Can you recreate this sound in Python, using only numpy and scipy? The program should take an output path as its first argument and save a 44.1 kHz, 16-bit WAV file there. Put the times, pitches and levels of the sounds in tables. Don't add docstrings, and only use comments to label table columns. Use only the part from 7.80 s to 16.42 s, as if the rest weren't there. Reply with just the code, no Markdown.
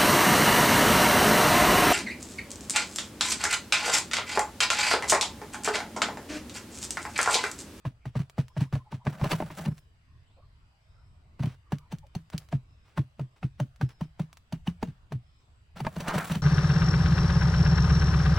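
import sys
import numpy as np
from scipy import signal
from scipy.fft import rfft, irfft, next_fast_len
from scipy.io import wavfile
from scipy.ndimage import uniform_filter1d

SR = 44100
rng = np.random.default_rng(int(sys.argv[2]) if len(sys.argv) > 2 else 0)


def transcribe(u):
    v = np.clip(np.atleast_2d(u).T, -1, 1)
    q = np.round(v * 32767).astype(np.int16)
    wavfile.write(sys.argv[1], SR, q)


N = 380135

# time in seconds, knock in dB, knock centre in Hz,
# beak click in dB, boom in dB, length of the push in seconds.
LEVEL_BLOWS = [(0.052, -36, 820, -55.5, -23, .022), (0.255, -42.5, 1090, -56.5, -28, .018),
               (0.354, -35, 835, -56, -20, .016), (0.391, -49, 1150, -55, -22, .01),
               (0.581, -31, 700, -51, -18.5, .015), (0.766, -36.5, 870, -76, -19.5, .017),
               (0.807, -42.5, 756, -46, -17.5, .012), (0.926, -39, 950, -53.5, -18.5, 0.01538),
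               (0.953, -35.5, 635, -52.5, -27.5, .018), (1.125, -39.5, 880, -67, -24, .017),
               (1.261, -40, 750, -69, -25, .01), (1.268, -28, 785, -69, -17, .009),
               (1.414, -33.5, 630, -66, -18, .013), (3.594, -45.5, 865, -58.5, -21, .016),
               (3.633, -38, 1090, -50, -20.5, 0.012), (3.657, -48, 900, -50, -22.5, .016),
               (3.921, -33, 740, -46, -18.5, 0.0083), (4.124, -41.5, 740, -49, -23.5, .01),
               (4.351, -41, 716, -45.5, -23.5, 0.0077), (4.537, -43, 684, -57, -22, .011),
               (4.727, -32.5, 636, -62, -20, .027), (5.176, -31, 1110, -47, -17.5, 0.027),
               (5.395, -38.5, 840, -56, -25, 0.032), (5.629, -39.5, 1080, -66, -21, 0.024),
               (5.799, -31.5, 830, -44.5, -21, .026), (6.012, -33, 1220, -48.5, -18.5, .033),
               (6.209, -38.5, 830, -51, -22.5, 0.0097), (6.395, -38, 900, -50.5, -20, 0.0098),
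               (6.724, -39.5, 900, -45, -22, 0.0074), (6.872, -37, 1070, -47, -18, 0.0052),
               (7.027, -28.5, 665, -45, -22.5, .004), (7.072, -60, 800, -64, -29.5, .018),
               (7.321, -37, 760, -52, -25.5, .042), (8.003, -35, 875, -46, -27.5, .026),
               (8.049, -36, 1250, -59, -33, 0.021), (8.067, -25.5, 1060, -52, -32, 0.011)]
# the same six columns, then spilling grain in dB.
TIPPED_BLOWS = [(1.442, -29, 900, -40.5, -40, 0.007, -67), (1.454, -31, 610, -53, -23, 0.01, -47),
                (1.517, -28.5, 1140, -30.5, -26, 0.01, -46.5), (1.531, -28, 780, -41, -23, .02, -55.5),
                (1.603, -28, 695, -60, -37, 0.0091, -61), (1.623, -31, 755, -76, -29.5, 0.029, -59),
                (1.703, -41, 1070, -69, -35.5, .02, -54.5), (1.791, -37.5, 980, -50, -33.5, 0.03, -57),
                (1.858, -38, 1190, -45.5, -20.5, 0.013, -71), (1.873, -41, 653, -66, -17, 0.0084, -75),
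                (8.165, -37, 895, -49.5, -25.5, 0.014, -68), (8.205, -35.5, 960, -43.5, -33.5, 0.0234, -57),
                (8.282, -38.5, 1070, -36, -50, .012, -41.5), (8.341, -28.5, 910, -44, -22.5, 0.026, -42),
                (8.499, -35.5, 1240, -47, -19.5, 0.019, -48), (8.518, -46, 1013, -38.5, -36, 0.0084, -46.5),
                (8.553, -38.5, 1310, -41.5, -17, 0.0072, -50.5)]
def blows(spill_s=1.2, full_grain_db=-31, spilled_grain_db=-36.5, onset_db=-21):
    rows = [(s, knock, centre, click, boom + (full_grain_db if s < spill_s else spilled_grain_db))
            for s, knock, centre, click, boom, push in LEVEL_BLOWS]
    rows += [(s, knock, centre, click, grain) for s, knock, centre, click, *_, grain in TIPPED_BLOWS]
    t, out = np.arange(round(.16 * SR)) / SR, np.zeros(N)
    for s, knock_db, centre_hz, click_db, grain_db in rows:
        add(out, s, gain_of(knock_db) * lid_knock(t, centre_hz))
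        add(out, s, gain_of(click_db) * mesh_click(t))
        add(out, s, gain_of(grain_db) * jumping_grain(t))
        add(out, s - t[-1], gain_of(knock_db + onset_db) * soft_onset(t))
    return out

# frequency in Hz, level in dB, time to decay by 60 dB in seconds.
LID_MODES = [(251, 11.5, 0.017), (341, -3.5, 0.017), (454, -7.5, 0.083), (620, 0, 0.051), (740, 0, 0.02),
             (900, -0.5, 0.022), (1020, -8, 0.034), (1190, -7, 0.025), (1500, 1, 0.012), (1761, -7, 0.036),
             (1953, -6, 0.0099), (2317, -13, 0.066)]
def lid_knock(t, centre_hz, from_hz=583, to_hz=209.6, glide_s=.0036, swell_s=.006):
    force = contact(t, chatter=2.14, chatter_s=.0039)
    modes = ringing(LID_MODES, t, vary_db=2.2, centre_hz=centre_hz, focus_db=11.5)
    knock = signal.fftconvolve(force, modes)[:len(t)]
    hz = to_hz + (from_hz - to_hz) * np.exp(-t / glide_s)
    chirp = (t / swell_s) ** 2 * np.exp(-2 * t / swell_s) * np.sin(2 * np.pi * np.cumsum(hz) / SR)
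    return held(knock, .0091) + gain_of(-5.5) * held(chirp, .0044)

# frequency in Hz, spectral density in dB.
CLICK_SPECTRUM = [(800, -21.5), (2000, -13.5), (2900, -5), (3600, -17), (4400, -7.5), (5300, -17),
                  (6100, -16), (8200, -16), (10500, -15.5), (12800, -20), (15000, -17)]
# frequency in Hz, level in dB, time to decay by 60 dB in seconds.
MESH_MODES = [(3000, -0.5, 0.12), (3680, 0.5, 0.036), (3940, -6.5, 0.077), (4400, 2, 0.022),
              (6210, -1, 0.074), (8950, -17.5, 0.029)]
def mesh_click(t):
    bite = contact(t, chatter=8.5, chatter_s=.0031)
    ping = signal.fftconvolve(bite, ringing(MESH_MODES, t, vary_db=2.1))[:len(t)]
    return held(colour(bite, CLICK_SPECTRUM), .0096) + gain_of(-6.5) * held(ping, .0059)

# frequency in Hz, spectral density in dB.
GRAIN_SPECTRUM = [(300, -1.5), (700, 0), (1700, -2), (3000, -6.5), (4500, -11.5), (6200, -14.5),
                  (7200, -18.5), (8500, -15.5), (11000, -17), (13000, -37), (15000, -18)]
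def jumping_grain(t, rise_s=.0085, fall_s=.016):
    jump = impacts(len(t), 5000, 4.65) * (1 - np.exp(-t / rise_s)) ** 2 * np.exp(-t / fall_s)
    return held(colour(jump, GRAIN_SPECTRUM), .054)

def soft_onset(t, rise_s=.0075):
    hiss = impacts(len(t), 8400, 4) * np.exp(-t[::-1] / rise_s)
    return held(colour(hiss, GRAIN_SPECTRUM), .0037)

def swings(level_hz=141.16, loaded_hz=157, loaded_s=4, tipped_hz=165.7, usual_push_s=.01439):
    pushes = []
    for s, *_, db, push_s in LEVEL_BLOWS:
        hz = level_hz if s < loaded_s else loaded_hz
        pushes.append((s, db, hz * (usual_push_s / push_s) ** .1714, push_s, -20.5))
    pushes += [(s, db, tipped_hz, push_s, -14) for s, *_, db, push_s, grain in TIPPED_BLOWS]
    for s, db, hz, push_s, rebound_db in pushes:
        peak_s = s + .0079 + .525 * push_s
        yield peak_s, db, hz, push_s
        yield peak_s + .034, db + rebound_db, hz * .89, usual_push_s

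# frequency in Hz, spectral density in dB.
RATTLE_SPECTRUM = [(30, -29), (70, -1.5), (110, 1), (180, -2), (250, -6.5), (320, -14.5), (450, -27.5),
                   (900, -72)]
def booms(sag=.072, sag_s=.0063, ring_s=.0036, linger=.22, linger_s=.031, rattle_s=.013):
    t, out = np.arange(-round(.05 * SR), round(.15 * SR)) / SR, np.zeros(N)
    for s, db, hz, push_s in swings():
        load = .1436 * np.clip(-t / (.5986 * push_s), 0, 2.5) ** 2
        cycles = np.cumsum(hz * (1 + load - sag * np.tanh(t / sag_s))) / SR
        bell = np.exp(-(t / np.where(t < 0, .53 * push_s, ring_s + .6 * push_s)) ** 2)
        swing = np.where(t < 0, bell, (1 - linger) * bell + linger * np.exp(-abs(t) / linger_s))
        rattle = unit_rms(colour(rng.standard_normal(len(t)), RATTLE_SPECTRUM))
        rattle *= np.where(t < 0, bell, np.exp(-abs(t) / rattle_s))
        boom = swing * np.sin(2 * np.pi * (cycles + rng.random()))
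        add(out, s + t[0], gain_of(db) * (boom + gain_of(-10.5) * rattle))
    return out

DRAG_ENDS = [0.808, 1.124, 1.415, 3.632, 4.123, 4.536, 4.727, 5.176, 6.873, 8.004, 8.068]
def slides(drag_db=-47.5, skid_above_click_db=1, rise_s=.0058):
    t, out = np.arange(round(.16 * SR)) / SR, np.zeros(N)
    drags = [(s, drag_db) for s in DRAG_ENDS]
    skids = [(s, click + skid_above_click_db) for s, knock, centre, click, *_ in TIPPED_BLOWS]
    for end_s, db in drags + skids:
        approach = impacts(len(t), 7000, 1.4) * np.exp(-t[::-1] / rise_s)
        add(out, end_s - t[-1], gain_of(db) * held(colour(approach, GRAIN_SPECTRUM), .0094))
    return out

# time in seconds, peak in dB, centre in Hz.
BEAK_TICKS = [(0.498, -28.5, 965), (0.6828, -32.5, 1450), (1.2526, -33, 902), (1.9806, -33.5, 1890),
              (3.9849, -32.5, 2600), (4.1856, -35.5, 3900), (4.2683, -44, 2620), (4.5013, -30, 860),
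              (4.58, -17, 4070), (4.6885, -35.5, 910), (5.9613, -39.5, 1150), (6.092, -34, 1220),
              (6.5298, -29, 1020), (6.572, -30.5, 1120), (7.9627, -44, 1500), (8.2055, -19, 1900)]
def ticks(width_octaves=1.33):
    t, out = np.arange(round(.04 * SR)) / SR, np.zeros(N)
    hz = np.geomspace(200, 16000, 12)
    for s, db, centre_hz in BEAK_TICKS:
        away = np.log2(hz / centre_hz) / width_octaves
        spectrum = np.column_stack([hz, np.where(away < 0, -8 * away ** 2, -4.5 * away)])
        tick = colour(contact(t, chatter=.54, chatter_s=.0041), spectrum)
        add(out, s, gain_of(db) * tick / abs(tick).max())
    return out

# time in seconds, frequency in Hz, peak in dB.
WIRE_PLUCKS = [(4.579, 4820, -30), (5.632, 2580, -36.5), (6.876, 2950, -27.5)]
def plucks(t60_s=.015):
    t, out = np.arange(round(.04 * SR)) / SR, np.zeros(N)
    for s, hz, db in WIRE_PLUCKS:
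        add(out, s, gain_of(db - 60 * t / t60_s) * np.sin(2 * np.pi * hz * t))
    return out

# frequency in Hz, spectral density in dB.
CLAW_SPECTRUM = [(100, -8), (180, 20.5), (260, -1.5), (380, -5), (620, 5.5), (1000, -0.5), (1600, -1.5),
                 (2300, -9.5), (3200, -14), (6000, -20.5)]
FEATHER_SPECTRUM = [(1000, -5), (2600, -8), (4000, -11), (6000, -13.5), (8000, -10), (10500, -7.5),
                    (12500, -19), (14300, -7), (16000, -9.5)]
# time in seconds, claws in dB, feathers in dB.
SCUFFLE_LEVELS = [
    [(1.24, -53, -91), (1.304, -48.5, -59), (1.41, -45.5, -66), (1.506, -44, -47.5), (1.672, -47, -55),
     (1.726, -67, -61), (1.8, -44, -46.5), (1.922, -57, -72), (2.0, -95, -60.5)],
    [(7.95, -49, -96), (8.022, -57.5, -65), (8.144, -55, -57), (8.2, -45, -52), (8.302, -37, -52),
     (8.38, -35, -47), (8.506, -58, -47), (8.62, -59, -55)],
]
def scuffles(flutter_db=3.5):
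    out = np.zeros(N)
    for rows in SCUFFLE_LEVELS:
        s, claw_db, feather_db = np.transpose(rows)
        t = np.arange(s[0], s[-1], 1 / SR)
        flutter = gain_of(flutter_db * unit_rms(signal.resample(rng.standard_normal(70), len(t))))
        claws = unit_rms(colour(impacts(len(t), 3000, 2.2), CLAW_SPECTRUM))
        claws *= gain_of(np.interp(t, s, claw_db))
        feathers = unit_rms(colour(impacts(len(t), 9000, 7.5), FEATHER_SPECTRUM))
        feathers *= gain_of(np.interp(t, s, feather_db))
        add(out, s[0], (claws + feathers) * flutter * signal.windows.tukey(len(t), .04))
    return out

# time of full speed in seconds, level in dB, top pitch in Hz.
WING_STROKES = [(8.295, -30, 1201), (8.4, -35, 1549)]
def wingbeats(rise_s=.024, fall_s=.045, width_hz=1270):
    t, out = np.arange(-round(.1 * SR), round(.2 * SR)) / SR, np.zeros(N)
    speed = np.exp(np.where(t < 0, t / rise_s, -t / fall_s))
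    for s, db, hz in WING_STROKES:
        add(out, s + t[0], gain_of(db) * speed * noise_band(hz * (.75 + .25 * speed), width_hz))
    return out

# start in seconds, length in seconds, level in dB.
GRIT_SCRATCHES = [(3.668, 0.1, -59.5), (4.584, 0.082, -65), (5.038, 0.14, -69.5), (5.559, 0.039, -66.5),
                  (6.087, 0.053, -60), (7.066, 0.068, -69.5), (7.598, 0.031, -76), (7.964, 0.049, -51)]
def scratches():
    out = np.zeros(N)
    for s, length_s, db in GRIT_SCRATCHES:
        along = np.linspace(0, 1, round(length_s * SR))
        grit = impacts(len(along), 2000, 2.3) * np.sqrt(along) * (1 - along)
        add(out, s, gain_of(db) * unit_rms(colour(grit, GRAIN_SPECTRUM)))
    return out

# start and length in seconds, first and last pitch in Hz, level in dB.
BIRD_NOTES = [(.19, 0.081, 2350, 2300, -74), (0.694, .04, 900, 1140, -65), (0.852, 0.038, 940, 1070, -65),
              (0.982, 0.051, 980, 1060, -59.5), (1.04, 0.064, 854, 870, -59.5),
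              (1.188, 0.056, 900, 1020, -60.5), (2.251, 0.16, 1100, 1043, -76),
              (2.421, 0.17, 2360, 4570, -79.5), (2.564, 0.049, 605, 620, -60),
              (2.56, 0.12, 1070, 1190, -71), (3.118, .15, 1444, 1390, -77), (3.801, 0.3, 1166, 1230, -69.5),
              (3.992, 0.11, 1030, 955, -68), (4.222, .04, 900, 840, -60), (4.231, 0.056, 582, 570, -63)]
def bird_notes():
    out = np.zeros(N)
    for s, length_s, from_hz, to_hz, db in BIRD_NOTES:
        hz = np.linspace(from_hz, to_hz, round(length_s * SR))
        add(out, s, gain_of(db) * noise_band(hz, .15 * from_hz) * signal.windows.tukey(len(hz), .7))
    return out

# centre in Hz, bandwidth in Hz, level in dB.
INSECT_CHORUS = [(4780, 380, -90), (7720, 520, -90)]
# start in seconds, length in seconds, pitch in Hz, level in dB.
INSECT_TRILLS = [(.6, 0.35, 5170, -80), (1.806, 0.27, 5170, -78), (2.579, .82, 4780, -91),
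                 (2.976, 0.4, 5170, -82.5), (4.839, 0.31, 5170, -81.5), (5.985, 0.34, 5170, -76),
                 (7.399, 0.27, 5170, -80), (2.43, 0.17, 7750, -86), (3.233, .18, 7750, -87),
                 (7.473, 0.43, 7650, -84)]
def insects(waver_db=1.5):
    out = np.zeros(N)
    for hz, width_hz, db in INSECT_CHORUS:
        waver = unit_rms(signal.resample(rng.standard_normal(30), N))
        out += gain_of(db + waver_db * waver) * noise_band(np.full(N, hz), width_hz)
    for s, length_s, hz, db in INSECT_TRILLS:
        trill = noise_band(np.full(round(length_s * SR), hz), .032 * hz)
        add(out, s, gain_of(db) * trill * signal.windows.tukey(len(trill), .6))
    return out

# frequency in Hz, time to decay by 60 dB in seconds.
PIT_DECAY = [(150, 0.26), (600, 0.25), (2000, 0.13), (8000, 0.5)]
def pit_reflections(x):
    taps = np.array([impacts(SR // 3, 3000, 1) for side in range(2)])
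    hz, t, spectra = signal.stft(taps, SR, nperseg=256)
    decay = gain_of(-60 * t / curve_at(PIT_DECAY, hz)[:, None])
    tail = signal.istft(spectra * decay, SR, nperseg=256)[1]
    tail /= np.linalg.norm(tail, axis=1, keepdims=True)
    return signal.fftconvolve(x[None], tail, axes=1)[:, :N]

# frequency in Hz, relative level in dB.
GROUND_SCATTER = [(100, -25), (250, -23), (700, -13), (1400, -10), (4000, -10), (12000, -9)]
# frequency in Hz, phase difference in radians.
STEREO_PHASE = [(100, 0), (2200, 0), (4900, .1), (5900, -.4), (9000, -2.2), (11000, -3.1), (14600, -3.7),
                (16000, -4.6)]
def two_sides(x, scatter_s=.008):
    size = next_fast_len(N)
    hz, sides = np.fft.rfftfreq(size, 1 / SR), np.array([[1], [-1]])
    ground = impacts(SR, 6000, 1) * np.exp(-np.arange(SR) / SR / scatter_s)
    scatter = gain_of(curve_at(GROUND_SCATTER, hz)) * rfft(ground / np.linalg.norm(ground), size)
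    response = (1 + sides * scatter) * np.exp(.5j * curve_at(STEREO_PHASE, hz) * sides)
    return irfft(rfft(x, size) * response, size)[:, :N]

# frequency in Hz, relative spectral density in dB.
AIR_SPECTRUM = [(15, -9.5), (55, 0.5), (90, 0.5), (130, -7.5), (200, -22.5), (360, -29.5), (450, -30),
                (540, -33), (625, -27), (760, -30), (1150, -31.5), (1700, -34), (3000, -36), (5800, -46),
                (8000, -53), (10000, -53.5), (16000, -64.5)]
def yard_air(level_db=-57, gust_db=-1, patchy_db=3):
    hz, t, spectra = signal.stft(rng.standard_normal((2, N)), SR, nperseg=2048)
    patches = uniform_filter1d(rng.standard_normal(spectra.shape[1:]), size=14, axis=0)
    patches = unit_rms(uniform_filter1d(patches, size=7, axis=1))
    gusts = unit_rms(uniform_filter1d(rng.standard_normal(len(t)), size=4))
    gusts = gusts / (1 + (hz[:, None] / 200) ** 2)
    shape_db = curve_at(AIR_SPECTRUM, hz)[:, None] + patchy_db * patches + gust_db * gusts
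    mid, side = spectra * gain_of(shape_db)
    side *= gain_of(curve_at([(150, -15), (1000, 1), (6000, -.5)], hz))[:, None]
    air = signal.istft(np.array([mid + side, mid - side]), SR, nperseg=2048)[1][:, :N]
    return gain_of(level_db) * unit_rms(air)

def contact(t, chatter, chatter_s):
    after = impacts(len(t), 2500, 4) * np.exp(-t / chatter_s) * (1 - np.exp(-t / .001))
    return (t == 0) + chatter * after / (np.linalg.norm(after) + 1e-9)

def ringing(modes, t, vary_db, centre_hz=850, focus_db=0):
    hz, db, t60 = np.transpose(modes)[:, :, None]
    spot, detune = rng.standard_normal((2, len(modes), 1))
    weight = gain_of(db + vary_db * spot - focus_db * abs(np.log2(hz / centre_hz)))
    return (weight * gain_of(-60 * t / t60) * np.sin(2 * np.pi * hz * (1 + .044 * detune) * t)).sum(0)

def impacts(samples, per_s, spread_db):
    size = gain_of(spread_db * np.minimum(rng.exponential(1, samples), 4))
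    return size * rng.choice([-1, 1], samples) * (rng.random(samples) < per_s / SR)

def noise_band(hz, width_hz):
    pole = np.exp(-np.pi * width_hz / SR)
    noise = rng.standard_normal(len(hz)) + 1j * rng.standard_normal(len(hz))
    fuzz = signal.lfilter([1], [1, -2 * pole, pole * pole], noise)
    return unit_rms((fuzz * np.exp(2j * np.pi * np.cumsum(hz) / SR)).real)

def colour(x, spectrum):
    log_gain = np.log(gain_of(curve_at(spectrum, abs(np.fft.fftfreq(4096, 1 / SR)))))
    taps = np.fft.ifft(np.exp(np.conj(signal.hilbert(log_gain)))).real[:2048]
    return signal.fftconvolve(x, taps)[:len(x)]

def held(x, length_s):
    return x / np.sqrt(np.sum(x ** 2) / (length_s * SR) + 1e-20)

def unit_rms(x):
    return x / np.sqrt(np.mean(x ** 2) + 1e-20)

def gain_of(db):
    return 10 ** (np.asarray(db) / 20)

def curve_at(points, hz):
    point_hz, value = np.transpose(points)
    return np.interp(np.log(hz + 1), np.log(point_hz + 1), value)

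def add(mix, s, sound):
    at = round(s * SR)
    sound = sound[max(-at, 0):]
    part = mix[max(at, 0):][:len(sound)]
    part += sound[:len(part)]

def scene(pit_db=-18.5):
    near = blows() + slides() + ticks() + plucks() + scratches() + scuffles() + wingbeats()
    direct = two_sides(near + booms() + insects() + bird_notes())
    return direct + gain_of(pit_db) * pit_reflections(near) + yard_air()

def record(dry, cutoff_hz=16100):
    low_pass = signal.firwin(511, cutoff_hz, window=("kaiser", 9), fs=SR)
    return signal.oaconvolve(dry, low_pass[None], "same")

dry = scene()
out = record(dry)
transcribe(out)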